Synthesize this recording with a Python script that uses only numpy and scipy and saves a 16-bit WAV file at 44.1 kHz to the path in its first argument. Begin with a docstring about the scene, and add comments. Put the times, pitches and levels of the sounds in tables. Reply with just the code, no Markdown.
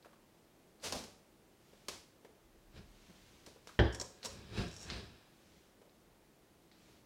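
"""Lizard in an empty bathtub

A large lizard with prey in its jaws shifts about, close to the microphone. Stick-slip friction makes
its feet skid and snap on the enamel and its belly hiss along the floor. Impacts excite resonances:
its body knocks the shell of the tub into booming, and its claws ring the metal drain.
The tub walls and a small hard room reverberate, over faint room noise."""
import sys
import numpy as np
from scipy import signal
from scipy.fft import rfft, irfft, next_fast_len
from scipy.io import wavfile

SR = 44100
rng = np.random.default_rng(int(sys.argv[2]) if len(sys.argv) > 2 else 0)


def log_audio(samples):
    """Write samples as a 16-bit WAV file to the path given in sys.argv[1]."""
    # one column per channel
    frames = np.atleast_2d(samples).T
    # limit to full scale, then quantise
    limited = np.clip(frames, -1, 1)
    pcm = np.round(limited * 32767).astype(np.int16)
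    wavfile.write(sys.argv[1], SR, pcm)


N = 311065
T = np.arange(int(.7 * SR)) / SR  # time axis of one impact [s]


def amp(db):
    return 10 ** (np.asarray(db) / 20)


def unit(x):
    return x / np.sqrt(np.mean(x ** 2) + 1e-20)


def add(track, s, x):
    """Superposition: x joins the track from time s on."""
    start = round(s * SR)
    track[start:start + len(x)] += x[:N - start]


def fade(t60):
    """Exponential damping by 60 dB in t60 seconds."""
    return np.exp(-np.log(1000) * T / max(t60, 1e-4))


def stroke(s, hold, db, rise, release):
    """Exponential growth until time s, a hold, then decay; rise and release are seconds per 60 dB."""
    t = np.arange(N) / SR - s
    below = np.maximum(-t, 0) / max(rise, 1e-3) + np.maximum(t - hold, 0) / max(release, 1e-3)
    return amp(db) * np.exp(-np.log(1000) * below)


def swell(s, length, db):
    """Flattened half-sine envelope of a move that gathers speed and comes to rest."""
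    progress = np.clip((np.arange(N) / SR - s) / length, 0, 1)
    return amp(db) * np.abs(np.sin(np.pi * progress)) ** 0.59


def filtered(x, response):
    """Linear filtering: the spectrum of x times a complex frequency response."""
    size = 2 * next_fast_len(len(x) // 2 + 8192)
    return irfft(rfft(x, size) * response(np.fft.rfftfreq(size, 1 / SR)), size)[:len(x)]


def shaped(drive, response):
    """Filtering at constant energy."""
    x = filtered(drive, response)
    return x * np.linalg.norm(drive) / np.linalg.norm(x)


def colour(points):
    """Minimum-phase response through points of (frequency [Hz], gain [dB])."""
    def response(hz):
        point_hz, db = np.transpose(points)
        gain = amp(np.interp(np.log(hz + 1), np.log(point_hz), db))
        cepstrum = irfft(np.log(gain))
        half = len(cepstrum) // 2
        return np.exp(rfft(np.r_[cepstrum[0], 2 * cepstrum[1:half], np.zeros(half)]))
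    return response


def resonances(peaks):
    """Damped resonators in parallel, each (frequency [Hz], bandwidth [Hz], gain [dB])."""
    return lambda hz: sum(amp(db) * 1j * hz * width / (centre ** 2 - hz ** 2 + 1j * hz * width)
                          for centre, width, db in peaks)


def burst(t60):
    """Broadband excitation by a dying cluster of tiny slips."""
    return .5 * rng.standard_normal(len(T)) * fade(t60)


def friction(rate, smooth):
    """Stick-slip friction: random catches, rate times a second, over a smooth rub; rms 1."""
    catches = rng.standard_normal(N) * (rng.random(N) < rate / SR)
    return unit(unit(catches) + smooth * rng.standard_normal(N))


def diffuse(drive, walls_db, room_db):
    """Diffuse reverberation as noise that trails the drive's power: the tub briefly, the room longer."""
    walls = (fade(.07) * (1 - np.exp(-T / 0.0016))) ** 2
    room = (fade(.44) * (1 - np.exp(-T / 0.021))) ** 2
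    energy_response = amp(walls_db) ** 2 * walls / walls.sum() + amp(room_db) ** 2 * room / room.sum()
    power = np.abs(signal.fftconvolve(drive ** 2, energy_response)[:len(drive)])
    return drive + np.sqrt(power) * rng.standard_normal(len(drive))


# spectrum of the room's background: (frequency [Hz], gain [dB])
ROOM_SPECTRUM = [(15, -41), (25, -3), (75, -9), (233, -3.5), (281, -8), (322, -2), (389, -6.5), (648, -11),
                 (1110, -17), (1340, -18.5), (4870, -25), (15500, -30.5)]
def room_noise():
    """Stationary noise, faint and strongest in the bass."""
    return amp(-66.5) * unit(filtered(rng.standard_normal(N), colour(ROOM_SPECTRUM)))


# small contacts of scales and jaws: (time [s], level [dB])
CLICKS = [(0.0268, -56), (0.8, -54), (4.2303, -37.5), (4.901, -28), (6.7149, -50.5)]
# their spectrum: (frequency [Hz], gain [dB])
CLICK_SPECTRUM = [(300, -20), (1800, 1), (2800, -2), (4400, 6), (6500, -9.5), (15000, -49)]
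def clicks():
    """Brief, light contacts radiate mostly treble; fainter ones fall at random times."""
    out = np.zeros(N)
    for s, db in CLICKS:
        add(out, s, amp(db) * diffuse(burst(t60=0.0094), walls_db=1, room_db=1))
    faint_per_s = .8
    onsets = 1. * (rng.random(N) < faint_per_s / SR)
    faint = signal.fftconvolve(onsets, burst(t60=0.016))[:N]
    out += amp(-59) * diffuse(faint, walls_db=-8, room_db=-2)
    return shaped(out, colour(CLICK_SPECTRUM))


# soft contacts of feet and prey with the tub: (time [s], level [dB], pitch [Hz])
TAPS = [(0.047, -49.5, 1280), (.057, -46, 550), (0.13, -53, 1020), (1.733, -50.5, 442), (2.247, -44, 445),
        (3.097, -47, 209), (3.47, -45, 430), (3.56, -48.5, 463), (3.69, -44, 1300), (5.815, -47.5, 470),
        (6.88, -52, 430)]
def taps():
    """Damped vibration: each soft tap rings the tub briefly at its own listed pitch."""
    out = np.zeros(N)
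    press_s, ring_cycles = 0.00062, 25  # time constant of soft flesh; cycles per 60 dB of decay
    press = 1 - np.exp(-T / press_s)
    for s, db, pitch_hz in TAPS:
        drive = diffuse(press * burst(t60=0.04), walls_db=-3, room_db=-4)
        scuff = shaped(drive, resonances([(pitch_hz, .3 * pitch_hz, 0)]))
        ring = press * np.sin(2 * np.pi * pitch_hz * T) * fade(ring_cycles / pitch_hz)
        add(out, s, amp(db) * (scuff + amp(-9.5) * ring))
    return out


# low modes of the tub: (frequency [Hz], level [dB], 60 dB decay time [s])
SHELL_MODES = [(64.6, -6.5, 0.43), (98.2, -2.5, 0.46), (109.2, -5.5, 0.55), (182.2, -5.5, 0.34),
               (251.7, -15, 0.33), (336, -10.5, 0.325), (365, -18, 0.43), (433, -19, 0.84),
               (585, -16, 0.15), (705, -17.5, 0.32), (732, -27, 1), (936, -20.5, 0.6)]
def shell():
    """Modal superposition: the tub's impulse response, with mode strengths varied at each call."""
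    return sum(amp(db + 1.5 * rng.normal()) * np.sin(2 * np.pi * hz * T) * fade(t60)
               for hz, db, t60 in SHELL_MODES)


# quick slides of scaly feet: (time [s], hold [s], level [dB], 60 dB release time [s])
SKIDS = [(.843, 0.028, -41.5, .17), (0.952, .003, -47, 0.31), (4.241, 0.012, -61, 0.051),
         (4.257, 0.0026, -43, 0.048)]
# sharp slips of a claw: (time [s], level [dB], 60 dB decay time [s])
SNAPS = [(0.924, -25.5, 0.015), (1.039, -42, 0.021), (1.8838, -26, 0.017), (3.463, -44.5, 0.029),
         (3.484, -48, 0.011), (3.673, -37, 0.0081)]
# spectrum of rubbed enamel: (frequency [Hz], gain [dB])
ENAMEL_SPECTRUM = [(40, -14), (200, 1), (450, 6), (900, 1), (1800, -3), (3500, 0), (5500, 1), (7500, -4),
                   (10000, -9.5), (15500, -22.5)]
def skids():
    """Stick-slip of feet and claws drives the shell; interference with one reflection combs the rasp."""
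    effort = sum(stroke(s, hold, db, rise=0.062, release=release) for s, hold, db, release in SKIDS)
    rasp = diffuse(effort * friction(rate=3500, smooth=0.96), walls_db=-7, room_db=-5)
    for s, db, t60 in SNAPS:
        add(rasp, s, amp(db) * diffuse(burst(t60), walls_db=0.5, room_db=-1.5))
    echo_s = .0019
    comb = lambda hz: 1 + amp(-24.5) * np.exp(-2j * np.pi * hz * echo_s)
    modes = shell()
    boom = signal.fftconvolve(rasp, modes / np.linalg.norm(modes))[:N]
    return shaped(rasp, lambda hz: colour(ENAMEL_SPECTRUM)(hz) * comb(hz)) + amp(-17) * boom


# spectrum of the flank meeting the tub: (frequency [Hz], gain [dB])
BUMP_SPECTRUM = [(40, -8), (65, 3), (110, -5), (160, -2), (260, 7.5), (350, -7), (600, 2), (1200, -10),
                 (4000, -48)]
def bump():
    """A compliant impact carries little treble: the flank settles with a dull thud."""
    out = np.zeros(N)
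    add(out, s=.921, x=amp(-36) * shaped(burst(t60=0.46), colour(BUMP_SPECTRUM)))
    return out


# slow shifts of the body: (time [s], duration [s], level [dB])
CREEPS = [(1.578, 0.44, -70), (2.795, .86, -65.5), (3.626, 0.2, -67), (5.28, .47, -69.5),
          (6.73, 0.31, -68.5)]
# spectrum of lightly sliding scales: (frequency [Hz], gain [dB])
CREEP_SPECTRUM = [(200, 11), (400, -2.5), (900, -2.5), (3300, 1), (6500, -3.5), (10000, -13), (15500, -19)]
# spectrum of the moving weight: (frequency [Hz], gain [dB])
RUMBLE_SPECTRUM = [(25, -14.5), (65, 1), (120, -0.5), (200, -0.5), (290, -15), (380, -7), (700, -26.5),
                   (4000, -74)]
def creeps():
    """Sliding friction under light load gives an airy hiss and a trace of rumble."""
    hiss = unit(filtered(friction(rate=4000, smooth=2.2), colour(CREEP_SPECTRUM)))
    rumble = unit(filtered(rng.standard_normal(N), colour(RUMBLE_SPECTRUM)))
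    return sum(swell(*move) for move in CREEPS) * (hiss + amp(-9) * rumble)


# resonance of the hand-held microphone: (frequency [Hz], bandwidth [Hz], gain [dB])
GRIP_RESONANCE = [(33, 4.7, 0)]
def handling():
    """Structure-borne noise: a deep, faint rumble as the microphone is shifted."""
    rumble = unit(filtered(rng.standard_normal(N), resonances(GRIP_RESONANCE)))
    return swell(s=2.37, length=1, db=-66) * rumble


# shoves of the belly along the floor: (time [s], hold [s], friction level [dB], rumble level [dB])
DRAGS = [(2.77, 0.0073, -56, -53.5), (4.318, 0.093, -69.5, -54), (4.575, 0.038, -44, -36),
         (4.899, 0.069, -49.5, -44.5), (5.06, 0.018, -86, -56.5)]
# spectrum of scales under load: (frequency [Hz], gain [dB])
SCALE_SPECTRUM = [(100, 1), (400, 6.5), (800, 1), (1200, 1), (1700, 3), (2000, -3), (2550, 4), (3200, -1.5),
                  (4000, 0.5), (5200, -4), (6500, -13.5), (10000, -19.5), (15500, -49)]
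# resonances of the tub floor: (frequency [Hz], bandwidth [Hz], gain [dB])
FLOOR_MODES = [(1615, 53, -3.5), (2685, 22, 0.5), (3010, 86, -2.5), (3330, 58, -3), (3770, 46, 4),
               (4250, 49, -6), (4750, 140, 0.5)]
def drags():
    """Forced vibration: rubbing scales hiss and ring the floor; the dragged weight judders the shell."""
    glide = swell(s=4.084, length=1.27, db=-61)  # the belly keeps sliding between shoves
    speed = glide + sum(stroke(s, hold, db, rise=0.18, release=0.3) for s, hold, db, _ in DRAGS)
    lag_s = 0.012
    weight = sum(stroke(s + lag_s, hold, db, rise=0.26, release=.36) for s, hold, _, db in DRAGS)
    rub = diffuse(speed * friction(rate=1800, smooth=1), walls_db=-1, room_db=-14.5)
    judder = unit(filtered(friction(rate=900, smooth=0.53), colour(RUMBLE_SPECTRUM)))
    boom = unit(signal.fftconvolve(friction(rate=1000, smooth=0.99), shell())[:N])
    hiss = amp(-4.5) * shaped(rub, colour(SCALE_SPECTRUM))
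    ring = amp(-14) * shaped(rub, resonances(FLOOR_MODES))
    return hiss + ring + weight * (amp(-4) * judder + amp(-6.5) * boom)


# quick contacts of the body with the tub: (time [s], clack level [dB], boom level [dB])
KNOCKS = [(3.7909, -15.5, -28), (3.7986, -17.5, -44), (3.8055, -28, -28)]
# spectrum of the hard contact: (frequency [Hz], gain [dB])
CLACK_SPECTRUM = [(60, -4), (300, 4.5), (700, -0.5), (1100, -1.5), (1650, 2), (2000, -8.5), (2500, -14),
                  (3200, 4.5), (3800, -13.5), (4900, -21), (6200, -29), (15000, -60.5)]
# resonances of the stiff enamelled wall: (frequency [Hz], bandwidth [Hz], gain [dB])
WALL_MODES = [(1360, 40, -25), (1570, 110, -1), (1635, 125, -1), (1740, 59, -17), (2990, 77, -8),
              (3116, 40, -3), (3273, 140, 2), (4810, 120, -8.5)]
# spectrum of the weight landing: (frequency [Hz], gain [dB])
THUD_SPECTRUM = [(35, -19), (60, -6.5), (100, 0), (150, -12), (190, -16), (290, -18.5), (345, -12),
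                 (800, -21), (4000, -100)]
def knock():
    """Impact excitation: hard contacts clack and ring the wall; the weight thuds and booms the shell."""
    out = np.zeros(N)
    wall = lambda hz: resonances(WALL_MODES)(hz) / (1 + (hz / 5500) ** 8)
    for s, clack_db, boom_db in KNOCKS:
        drive = diffuse(burst(t60=0.032), walls_db=-9, room_db=-4.5)
        clack = shaped(drive, colour(CLACK_SPECTRUM)) + amp(-2.5) * shaped(drive, wall)
        thud = shaped(burst(t60=0.25), colour(THUD_SPECTRUM))
        add(out, s, amp(clack_db) * clack + amp(boom_db) * (shell() + amp(9) * thud))
    return out


# resonances of the metal drain ring: (frequency [Hz], bandwidth [Hz], gain [dB])
DRAIN_MODES = [(5430, 250, -14), (5550, 54, 10.5), (6700, 170, -20), (6900, 140, -12), (8100, 110, -21),
               (10200, 240, -4.5)]
def drain_ring(hz):
    """Modal response of the drain ring, rolled off above 11 kHz."""
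    return resonances(DRAIN_MODES)(hz) / (1 + (hz / 11000) ** 8)


# catches of a claw on the drain ring: (time [s], level [dB], 60 dB decay time [s])
CLAW_CATCHES = [(3.925, -42, 0.071), (3.947, -33, 0.024), (3.999, -29.5, 0.021), (4.013, -28.5, 0.024),
                (4.2488, -33, 0.032), (4.2575, -30, 0.018)]
# spectrum of claw on metal: (frequency [Hz], gain [dB])
SCRATCH_SPECTRUM = [(200, -2), (3000, -14.5), (5500, -5.5), (7000, -4), (8600, -9), (9200, -29),
                    (12000, -26), (15500, -33)]
# resonances of the hollow under the drain: (frequency [Hz], bandwidth [Hz], gain [dB])
PIPE_MODES = [(449, 84, -10.5), (540, 61, -5.5), (955, 160, -10.5)]
def claw_catches():
    """Each catch excites resonance in the drain ring and its pipe; harder ones add more scratch."""
    out = np.zeros(N)
    for s, db, t60 in CLAW_CATCHES:
        drive = lambda: diffuse(burst(t60), walls_db=-3.5, room_db=-6.5)
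        scratch = amp(0.4 * (db + 29)) * shaped(drive(), colour(SCRATCH_SPECTRUM))
        ring = amp(-7) * shaped(drive(), drain_ring)
        hollow = amp(-16) * shaped(burst(t60=0.29), lambda hz: resonances(PIPE_MODES)(hz) ** 2)
        add(out, s, amp(db) * (scratch + ring + hollow))
    return out


def claw_scrape():
    """Stick-slip excitation: a claw drawn along the drain catches repeatedly, ringing the metal."""
    effort = stroke(s=4.765, hold=0.063, db=-59, rise=0.46, release=.2)
    slips = effort * friction(rate=260, smooth=0.34)
    drive = lambda: diffuse(slips, walls_db=-0.5, room_db=-3)
    return amp(-3.5) * shaped(drive(), drain_ring) + shaped(drive(), colour(SCRATCH_SPECTRUM))


def scene():
    """Superposition of all sources at one microphone."""
    hits = knock() + bump() + taps() + clicks() + claw_catches()
    slides = skids() + claw_scrape() + drags() + creeps()
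    return (hits + slides + handling() + room_noise())[None]


def record(dry):
    """Band limiting: the microphone is a second-order high-pass with a sharp upper cutoff."""
    corner_hz, top_hz = 38, 15850
    high_pass = lambda hz: (1j * hz) ** 2 / (corner_hz ** 2 - hz ** 2 + 1j * hz * corner_hz)
    return np.array([filtered(x, lambda hz: high_pass(hz) * (hz < top_hz)) for x in dry])


dry = scene()
out = record(dry)
log_audio(out)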